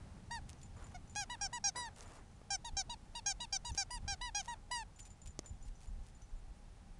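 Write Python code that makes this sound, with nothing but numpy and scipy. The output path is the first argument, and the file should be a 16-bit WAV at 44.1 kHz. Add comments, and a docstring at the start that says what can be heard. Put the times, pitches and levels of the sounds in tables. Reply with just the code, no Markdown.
"""Outdoors on dry grass, close to the microphone, in light wind that bumps it from start to end.
First a rubber toy's reed squeaks as air flows back in; then grass and clothes rustle and a ferret's bell tinkles.
From about 1.2 to 4.8 s the toy is squeezed over and over: a squeak on each squeeze, a higher one on each refill.
Small ticks and soft bumps fall among them. After the last squeak the bell tinkles on, and near 5.4 s
a hard click sounds; rustling and wind remain."""
import sys
import numpy as np
from scipy import signal
from scipy.fft import rfft, irfft
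from scipy.io import wavfile
from scipy.ndimage import uniform_filter1d

SR = 44100
rng = np.random.default_rng(int(sys.argv[2]) if len(sys.argv) > 2 else 0)


def log_audio(samples):
    """Write samples as a 16-bit WAV file to the path given in sys.argv[1]."""
    # one column per channel
    frames = np.atleast_2d(samples).T
    # limit to full scale, then quantise
    limited = np.clip(frames, -1, 1)
    pcm = np.round(limited * 32767).astype(np.int16)
    wavfile.write(sys.argv[1], SR, pcm)


N = 308323
TIME = np.arange(N) / SR  # s

# Faint air of the open place, far off. Each row: frequency in Hz, relative level in dB.
AIR_SPECTRUM = [(150, 2.5), (300, -1), (500, -3), (700, -5), (810, 2.5), (950, -6.5), (1500, -10),
                (3000, -15), (6000, -16.5), (10200, -20), (12500, -24.5)]
# Deep wind rumble at the microphone. Each row: frequency in Hz, relative level in dB.
RUMBLE_SPECTRUM = [(4, -45), (15, -0.5), (30, 10), (55, 1.5), (80, -9), (160, -43), (1000, -100)]
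# Wind flutter at the microphone, higher than the rumble. Each row: frequency in Hz, relative level in dB.
FLUTTER_SPECTRUM = [(20, -47), (45, -9.5), (80, 4), (120, -2), (200, -6.5), (300, -18.5), (600, -66),
                    (3000, -99)]
# Eddies striking the microphone. Each row: start in seconds, length in seconds, rumble in dB, flutter in dB.
GUSTS = [(0.362, 0.12, -50.5, -59), (2.173, 0.113, -56, -70), (2.703, .09, -48, -57.5),
         (2.795, .14, -52, -58.5), (3.31, 0.094, -52, -60), (3.678, 0.072, -46, -47.5),
         (3.926, 0.215, -46.5, -56), (4.197, 0.068, -48, -63), (5.217, 0.11, -46.5, -59),
         (5.476, 0.12, -48.5, -57.5), (5.6, 0.14, -45, -75), (5.873, 0.17, -44, -62),
         (6.312, 0.23, -49, -75)]
AIR_START_DB, RUMBLE_REST_DB = -65, -57.5
FLUTTER_START_DB, FLUTTER_REST_DB, FLUTTER_SETTLE_S = -54, -63.5, 2.53

# Rubbing cloth. Each row: frequency in Hz, relative level in dB.
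CLOTH_SPECTRUM = [(100, -6), (250, -2), (500, -1), (1000, -0.5), (2000, -9.5), (4000, -24.5),
                  (10000, -26.5), (12000, -55)]
# Dry blades snapping. Each row: frequency in Hz, relative level in dB.
GRASS_SPECTRUM = [(300, -28.5), (1000, -13), (2500, 5), (4000, 2.5), (7000, 5), (10200, 2.5)]
# Sleeves and trouser legs swish. Each row: start in seconds, length in seconds, level before trim in dB.
SWISHES = [(0, .22, -71.5), (.47, 0.12, -70), (.76, .14, -59.5), (.9, 0.064, -64), (1.24, 0.33, -69.5),
           (1.748, 0.072, -52), (1.8, 0.15, -64.5), (1.96, 0.28, -60.5), (3.74, 0.045, -62.5),
           (4.02, 0.15, -70), (4.42, 0.185, -68), (4.85, 0.275, -86), (5.25, 0.061, -78),
           (5.43, 0.053, -65)]
# Grass crunches under a foot or the leash. Each row: start in seconds, length in seconds, level before trim in dB.
CRUNCHES = [(.488, 0.026, -53), (.61, 0.033, -64), (.77, 0.21, -72), (1.955, 0.1, -58.5),
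            (2.07, 0.1157, -64), (3.742, 0.0406, -57.5), (4.42, 0.066, -62.5), (4.986, 0.021, -50.5),
            (5.048, 0.037, -62), (5.255, 0.039, -57), (5.45, 0.036, -70.5), (5.65, 0.0485, -66),
            (5.8, 0.07, -68), (6.03, .08, -69), (6.55, .06, -79.5)]
CLOTH_REST_DB, GRASS_REST_DB = -78.5, -81.5  # the faint stir in between
GRAINS_PER_S, SWISH_UNREST_DB = 2000, 1.5

# Hard ticks and clicks by the microphone. Each row: start in seconds, tick peak in dB, low knock peak in dB.
TICKS = [(0.5314, -40.5, -66.5), (1.1533, -32, -48.5), (2.008, -34.5, -58), (2.416, -62.5, -44),
         (3.749, -34, -43), (4.43, -45, -66), (4.459, -38, -64), (5.3914, -24.5, -30.5),
         (5.3923, -32.5, -43), (5.3944, -33, -43.5)]
# Bright plastic modes of a tick. Each row: frequency in Hz, relative level in dB, 60 dB decay in seconds.
TICK_MODES = [(2160, -14, 0.0093), (3700, -2, 0.0009), (5390, 1.5, 0.0034), (6240, 2.5, 0.00654),
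              (7130, -5, 0.0032), (9500, -29, 0.0033)]
# Low modes of the knock under it. Each row: frequency in Hz, relative level in dB, 60 dB decay in seconds.
KNOCK_MODES = [(170, -11.5, 0.0079), (358, 19, 0.005), (590, 0.5, 0.017), (1170, -5, 0.021)]
# Soft bumps of the hand-held microphone. Each row: start in seconds, peak in dB.
BUMPS = [(2.733, -39), (3.714, -33.5), (4.049, -37.5), (4.125, -39.5), (5.509, -37.5), (5.659, -49),
         (5.985, -40.5)]
# Dull modes of a bump. Each row: frequency in Hz, relative level in dB, 60 dB decay in seconds.
BUMP_MODES = [(71.4, 30, 0.077), (122, -15, 0.074)]

# The ferret trots and its harness trembles. Each row: start in seconds, length in seconds, bell peak in dB.
TROTS = [(0.544, 0.73, -73.5), (1.902, 0.49, -66), (4.847, 0.41, -67.5), (5.406, 1, -68.5)]
# The clearest bell strikes. Each row: start in seconds, peak of the ringing in dB.
JINGLES = [(0.631, -51), (0.7677, -61), (0.842, -52), (1.0967, -53), (2.0592, -57), (4.9615, -56.5),
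           (5.0028, -45.5), (5.0559, -52), (5.104, -53), (5.2172, -51), (5.2726, -48.5), (5.46, -46.5),
           (5.6263, -55), (5.8735, -59), (6.1499, -60)]
# The leash clip clinks. Each row: start in seconds, peak of the ringing in dB.
CLINKS = [(0.5846, -63), (0.8719, -64), (1.077, -61.5), (3.7188, -49), (5.029, -56), (5.4444, -64),
          (5.6156, -63), (5.7536, -60.5), (6.22, -56)]
# Modes of the tiny bell. Each row: frequency in Hz, relative level in dB, 60 dB decay in seconds.
BELL_MODES = [(6300, -35.5, .06), (7080, -8, 0.062), (8050, -25, 0.054), (9100, -21.5, 0.046)]
# Modes of the leash clip. Each row: frequency in Hz, relative level in dB, 60 dB decay in seconds.
CLIP_MODES = [(6050, -9.5, 0.058), (6780, -15.5, 0.043)]
JOLTS_PER_S = 18

# The toy is squeezed. Each row: start in seconds, length in seconds, top pitch in Hz, moment of top pressure 0-1,
# pitch fall 0-1, level before trim in dB, tilt in dB per octave, reflection delay in ms, reflection share 0-1,
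# notch in Hz, notch depth in dB.
SQUEEZES = [(1.157, 0.093, 827.4, 0.29, 0.17, -44, 2.05, 0.096, 0.62, 7410.0, 2.5),
            (1.41, 0.07, 811.6, 0.19, 0.11, -45, 2.0, 0.13, 0.64, 6520.0, 10.5),
            (1.639, 0.068, 814.3, 0.23, 0.11, -41.5, 1.8, 1.1, 0.2, 3100, 10.5),
            (2.503, 0.06634, 799.6, 0.2, 0.09, -42.5, 2.5, 0.13, 0.5, 6670, 12),
            (2.7665, 0.062, 796, 0.16, 0.1, -42.5, 1.6, 0.296, 0.33, 2900.0, 11.5),
            (3.2595, 0.0739, 810.5, 0.21, 0.1, -42, 3, 1.13, 0.16, 5420, 3),
            (3.524, 0.056, 798.4, 0.17, 0.1, -42.5, 2, 0.842, 0.44, 1970, 7),
            (3.774, 0.0665, 802.5, 0.2, 0.1, -41.5, 2, 0.84, 0.12, 3224, 12.5),
            (4.077, 0.07694, 805.1, 0.28, 0.11, -44, 0.5, 0.51, 0.2, 5940, 13.5),
            (4.346, 0.077, 821, 0.29, 0.14, -42.5, 1, 0.34, 0.26, 5497, 8)]
# A half-hearted squeeze. Each row: start in seconds, length in seconds, top pitch in Hz, moment of top pressure
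# 0-1, pitch fall 0-1, level before trim in dB, tilt in dB per octave, reflection delay in ms,
# reflection share 0-1, notch in Hz, notch depth in dB.
NUDGES = [(.944, 0.0338, 733.2, 0.215, 0.042, -59, -4.5, 0.463, 0.53, 4400, 5.7)]
# The toy draws air back in. Each row: start in seconds, length in seconds, top pitch in Hz, moment of top pressure
# 0-1, pitch fall 0-1, level before trim in dB, tilt in dB per octave, reflection delay in ms,
# reflection share 0-1, notch in Hz, notch depth in dB.
REFILLS = [(0.3065, 0.091, 947, 0.25, 0.18, -41, -1.42, 0.65, 0.21, 3095, 18),
           (1.2955, 0.065, 979, 0.29, 0.13, -42.5, 0.7, 0.07, 0.41, 4840, 3.6),
           (1.5265, 0.063, 977, 0.31, 0.072, -41, 0.4, 0.13, 0.51, 8885, 9.3),
           (1.7555, 0.14, 984, 0.2, 0.15, -39, -0.8, 0.65, 0.23, 2883, 14.5),
           (2.644, 0.058, 955, 0.16, 0.11, -42.5, 0.1, 0.3, 0.626, 2950, 15),
           (2.8935, 0.0584, 962, 0.256, 0.11, -39.5, -2, 0.4705, 0.46, 1980, 23.5),
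           (3.1485, 0.057, 955, 0.27, 0.1, -41.3, 2.5, 0.065, 0.46, 1816, 13.4),
           (3.4005, 0.0586, 969.6, 0.24, 0.097, -39, -0.6, 0.78, 0.17, 1510, 28),
           (3.6465, 0.0681, 967, 0.26, 0.088, -41, 1.3, 1.208, 0.28, 2000, 13),
           (3.9035, 0.085, 980, 0.26, 0.118, -41.5, 1.5, 0.83, 0.46, 3962, 22.5),
           (4.2095, 0.0963, 986, 0.3, 0.13, -42.5, 0.5, 1.056, 0.38, 7100, 16),
           (4.4765, 0.072, 960.4, 0.18, 0.073, -42, -0.9, 0.89, 0.51, 5000, 26),
           (4.7095, 0.13, 986.6, 0.0355, 0.15, -35.5, 0.5, 0.85, 0.17, 3720, 9.7)]
# Colour of the reed with air going out. Each row: frequency in Hz, level in dB.
OUT_SPECTRUM = [(800, 1.2), (1600, -3), (2400, -6), (3200, -7.1), (4000, -7), (4800, -2.3), (5600, 5),
                (6400, 1), (7200, -9.5), (7900, -14.5), (8500, -17.5), (10300, -25.5), (12500, -30)]
# Colour of the reed with air coming in. Each row: frequency in Hz, level in dB.
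IN_SPECTRUM = [(900, -3), (1900, -6.5), (2900, -10), (3900, -7.5), (4800, -10.5), (5700, -16), (6900, -14),
               (7700, -16), (8350, -18), (8900, -15), (9450, -22), (9850, -19), (12500, -36)]
WAVER_DB, RIPPLE_DB = 1.6, 6
JITTER = 0.0012  # share of the pitch
BLOOM = 0.35  # how strongly a small swing loses its overtones

# High treble of the microphone. Each row: frequency in Hz, gain in dB.
MICROPHONE_RESPONSE = [(10200, 0), (11100, -16), (12500, -14)]
TOP_HZ = 12100


def undb(db):
    """Decibels to gain."""
    return 10 ** (np.asarray(db) / 20)


def unit(x):
    """Scale to rms 1."""
    return x / np.sqrt(np.mean(x ** 2))


def add(out, s, sound):
    """Mix a sound in at time s."""
    i = int(s * SR)
    out[i:i + len(sound)] += sound[:N - i]


def gain_at(points, hz):
    """Read a (Hz, dB) spectrum as gain on a log-frequency axis."""
    f, db = np.transpose(points)
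    return undb(np.interp(np.log(np.maximum(hz, 1)), np.log(f), db))


def equalize(x, points):
    """Filter by a (Hz, dB) spectrum without shifting phase."""
    return irfft(rfft(x) * gain_at(points, np.fft.rfftfreq(N, 1 / SR)), N)


def colour(x, points):
    """Shape a signal by a spectrum; rms 1."""
    return unit(equalize(x, points))


def causal(points, size=2048):
    """Frequencies and minimum-phase response of a passive resonator with this spectrum."""
    hz = np.fft.rfftfreq(size, 1 / SR)
    # folding the cepstrum forward makes the response causal
    cepstrum = irfft(np.log(gain_at(points, hz)))
    cepstrum[1:size // 2] *= 2
    cepstrum[size // 2 + 1:] = 0
    return hz, np.exp(rfft(cepstrum))


def walk(rate, count=N):
    """Smooth random wander with rms 1, taking rate steps a second."""
    k = max(int(SR / rate), 1)
    steps = np.repeat(rng.standard_normal(count // k + 1), k)
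    return unit(uniform_filter1d(uniform_filter1d(steps, k), k)[:count])


def ring(modes, length=.4):
    """Decaying modes after one blow, peak 1."""
    t = np.arange(int(length * SR)) / SR
    y = sum(undb(db - 60 * t / t60) * np.sin(2 * np.pi * hz * t) for hz, db, t60 in modes)
    return y / np.abs(y).max()


def ramps(t, length, attack_s, release_s):
    """Straight rise, hold and straight fall."""
    return np.minimum(t / attack_s, 1) * np.minimum((length - t) / release_s, 1)


def swells(table, attack_s, release_s):
    """Gain over time for rows (s, length s, dB): each rises, holds and falls away; overlaps add in power."""
    power = np.zeros(N)
    for s, length, db in table:
        t = TIME[:int(length * SR)]
        add(power, s, (undb(db) * ramps(t, length, attack_s, release_s)) ** 2)
    return np.sqrt(power)


def outdoors(fade_db=2, unrest_db=0.66):
    """A light breeze and its eddies buffet the microphone over a faint distant background that slowly sinks."""
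    breeze = undb(unrest_db * walk(7))
    # the steady flutter dies down towards its resting level
    settling_db = FLUTTER_REST_DB + (FLUTTER_START_DB - FLUTTER_REST_DB) * np.exp(-TIME / FLUTTER_SETTLE_S)
    rumble_gusts = swells([(s, length, db) for s, length, db, _ in GUSTS], attack_s=0.0205, release_s=0.028)
    flutter_gusts = swells([(s, length, db) for s, length, _, db in GUSTS], attack_s=0.06, release_s=.04)
    # gusts and steady breeze add in power
    rumble_gain = np.hypot(rumble_gusts, breeze * undb(RUMBLE_REST_DB))
    flutter_gain = np.hypot(flutter_gusts, breeze * undb(settling_db))
    rumble = rumble_gain * colour(rng.standard_normal(N), RUMBLE_SPECTRUM)
    flutter = flutter_gain * colour(rng.standard_normal(N), FLUTTER_SPECTRUM)
    air_db = AIR_START_DB - fade_db * TIME / TIME[-1] + .5 * walk(1.82)
    air = undb(air_db) * colour(rng.standard_normal(N), AIR_SPECTRUM)
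    return rumble + flutter + air


def rustle(cloth_db=-2, grass_db=-1, grain_db=3):
    """Cloth swishes as wavering noise while dry blades snap in dense grains of very unequal size."""
    sizes = undb(grain_db * np.minimum(rng.exponential(size=N), 5))
    snaps = rng.random(N) < GRAINS_PER_S / SR
    grass = colour(rng.standard_normal(N) * sizes * snaps, GRASS_SPECTRUM)
    cloth = colour(rng.standard_normal(N) * undb(SWISH_UNREST_DB * walk(150)), CLOTH_SPECTRUM)
    swish = undb(CLOTH_REST_DB) + undb(cloth_db) * swells(SWISHES, attack_s=0.004, release_s=0.0396)
    crackle = undb(GRASS_REST_DB) + undb(grass_db) * swells(CRUNCHES, attack_s=0.0053, release_s=0.016)
    return swish * cloth + crackle * grass


def handling():
    """Short plastic ticks with a knock under them, and dull bumps, all as decaying modes."""
    out = np.zeros(N)
    for s, db, knock_db in TICKS:
        add(out, s, undb(db) * ring(TICK_MODES) + undb(knock_db) * ring(KNOCK_MODES))
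    for s, db in BUMPS:
        add(out, s, undb(db) * ring(BUMP_MODES))
    return out


def tremble(clip_db=-3):
    out, bell, clip = np.zeros(N), ring(BELL_MODES), undb(clip_db) * ring(CLIP_MODES)
    for s, length, db in TROTS:
        for when, which in rng.random((int(length * JOLTS_PER_S), 2)):
            struck = bell if which < 2 / 3 else clip
            add(out, s + when * length, undb(db) * struck)
    return out


def harness(contact_db=-10, contact_s=0.005, rattle_db=-8, rattle_s=0.012):
    """A tiny bell and the leash clip are jolted as the ferret moves; each contact ticks, then rattles on."""
    out = np.zeros(N)
    for table, modes in ((JINGLES, BELL_MODES), (CLINKS, CLIP_MODES)):
        tone = ring(modes)
        for s, db in table:
            contact = rng.standard_normal(len(tone)) * np.exp(-TIME[:len(tone)] / contact_s)
            add(out, s, undb(db) * (tone + undb(contact_db) * contact))
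            # two weaker blows follow at uneven gaps
            for lag in rattle_s * np.cumsum(.5 + rng.random(size=2)):
                add(out, s + lag, undb(db + rattle_db) * tone)
    return out


def ground(x, lag_s=0.0011, decay_s=0.00706, scatter_db=-19):
    """Turf and legs scatter a weak, very short echo."""
    t = TIME[:SR // 20]
    echo = rng.standard_normal(len(t)) * np.exp(-t / decay_s) * (t > lag_s)
    return x + undb(scatter_db) * signal.fftconvolve(x, echo / np.linalg.norm(echo))[:N]


def precede(table, low_hz, below_db, lead_s, length_s=0.016):
    """Just before each squeak a soft low tone swells briefly, already rising in pitch."""
    out, t = np.zeros(N), TIME[:int(length_s * SR)]
    pitch = low_hz * (1 + 0.23 * (t / length_s) ** 3)
    wobble = np.hanning(len(t)) * np.sin(2 * np.pi * np.cumsum(pitch) / SR)
    for s, _, _, _, _, db, *_ in table:
        add(out, s - lead_s, undb(db + below_db) * wobble)
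    return out


def reed(table, spectrum, flow, attack_s, release_s, scoop, scoop_s, sag_db, dull_db, bend, hiss_db, trim_db=0.5):
    """A reed chops the air once a cycle; sagging pressure makes it flat and soft and shifts its overtones.

    flow is the air's direction; dull_db lowers the overtones per octave as the air runs out, or lifts them if negative.
    """
    out, k = np.zeros(N), np.arange(1, 17)[:, None]  # k: harmonic numbers
    grid, body = causal(spectrum)
    for s, length, top_hz, crest, fall, db, tilt_db, delay_ms, share, notch_hz, notch_db in table:
        t = np.arange(int(length * SR)) / SR
        # an early pressure crest gives a long, straighter slide
        from_crest = np.abs((t / length - crest) / (1 - crest))
        sag = fall * from_crest ** max(bend + 3 * crest, 1)
        # past the crest the air runs out
        spent = sag * (t > crest * length)
        # the pitch scoops up while the swing builds, and drops as it dies
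        slack = scoop * np.exp(-t / scoop_s) + 0.23 * np.exp((t - length) / 0.0039)
        pitch = top_hz * (1 - sag - slack) * (1 + JITTER * walk(770, count=len(t)))
        hz, phase = k * pitch, 2 * np.pi * np.cumsum(pitch) / SR
        rise = np.sin(np.pi / 2 * np.minimum(t / attack_s, 1))
        swing = rise * np.minimum((length - t) / release_s, 1)
        # a reflection off the hand combs the harmonics differently at each grip
        comb = 1 + share * np.exp(-2j * np.pi * hz * delay_ms / 1000)
        # the hollow of the fingers swallows one narrow band
        notch = undb(-notch_db / (1 + ((hz - notch_hz) / 300) ** 2))
        # the reed seats unevenly, so its overtones waver, the high ones most
        wander = walk(55, count=k.size * len(t)).reshape(k.size, -1)
        waver = WAVER_DB * np.sqrt(k / 10) * wander
        # narrow resonances of the hollow toy shift with each grip; sliding overtones flicker through them
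        resonances = np.interp(hz, 220 * np.arange(80), rng.standard_normal(80))
        ripple = RIPPLE_DB * np.minimum(hz / 8000, 1) ** 2 * resonances
        flicker = waver + ripple - ripple.mean(axis=1, keepdims=True)
        # a small swing is nearly a sine; only a full swing slaps shut
        shade_db = tilt_db * np.log2(hz / 3000) - dull_db * spent * np.log2(k) + flicker
        shade = undb(shade_db) * swing ** (BLOOM * np.log2(k))
        harmonics = np.interp(hz, grid, body) * comb * notch * shade * np.exp(1j * k * phase)
        tone = np.real(harmonics).sum(axis=0)
        # escaping air hisses in puffs, once a cycle
        breath = signal.fftconvolve(rng.standard_normal(len(t)), irfft(body))[:len(t)]
        hiss = undb(hiss_db) * (1 + np.cos(phase)) * breath
        level = swing * undb(db + trim_db - sag_db * spent)
        add(out, s, (np.sign(flow) * tone + hiss) * level)
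    return out


def toy():
    """The reed snaps into tone when squeezed and scoops up more gently as the toy refills."""
    pushed = reed(list(SQUEEZES) + list(NUDGES), OUT_SPECTRUM, flow=-1, attack_s=0.0043, release_s=0.014,
                  scoop=0.037, scoop_s=0.0018, sag_db=68, dull_db=-3, bend=1.25, hiss_db=-24.5)
    drawn = reed(REFILLS, IN_SPECTRUM, flow=1, attack_s=0.0078, release_s=0.0085,
                 scoop=0.399, scoop_s=0.00185, sag_db=63, dull_db=32.5, bend=1.49, hiss_db=-19.0)
    return ground(pushed + drawn)


def scene():
    """Everything but the faint distant air is close and dry in the open, on one channel."""
    background = outdoors() + rustle() + handling()
    animal = tremble() + harness()
    lead_in = precede(SQUEEZES, low_hz=665.4, below_db=-22.5, lead_s=0.0092)
    lead_in += precede(REFILLS, low_hz=651, below_db=-13.5, lead_s=0.0076)
    return (background + animal + lead_in + toy())[None]


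def record(dry):
    """The small microphone drops off steeply in the high treble, and the top is cut."""
    dull = equalize(dry, MICROPHONE_RESPONSE)
    return signal.sosfilt(signal.ellip(8, .2, 70, TOP_HZ, fs=SR, output="sos"), dull)


dry = scene()
out = record(dry)
log_audio(out)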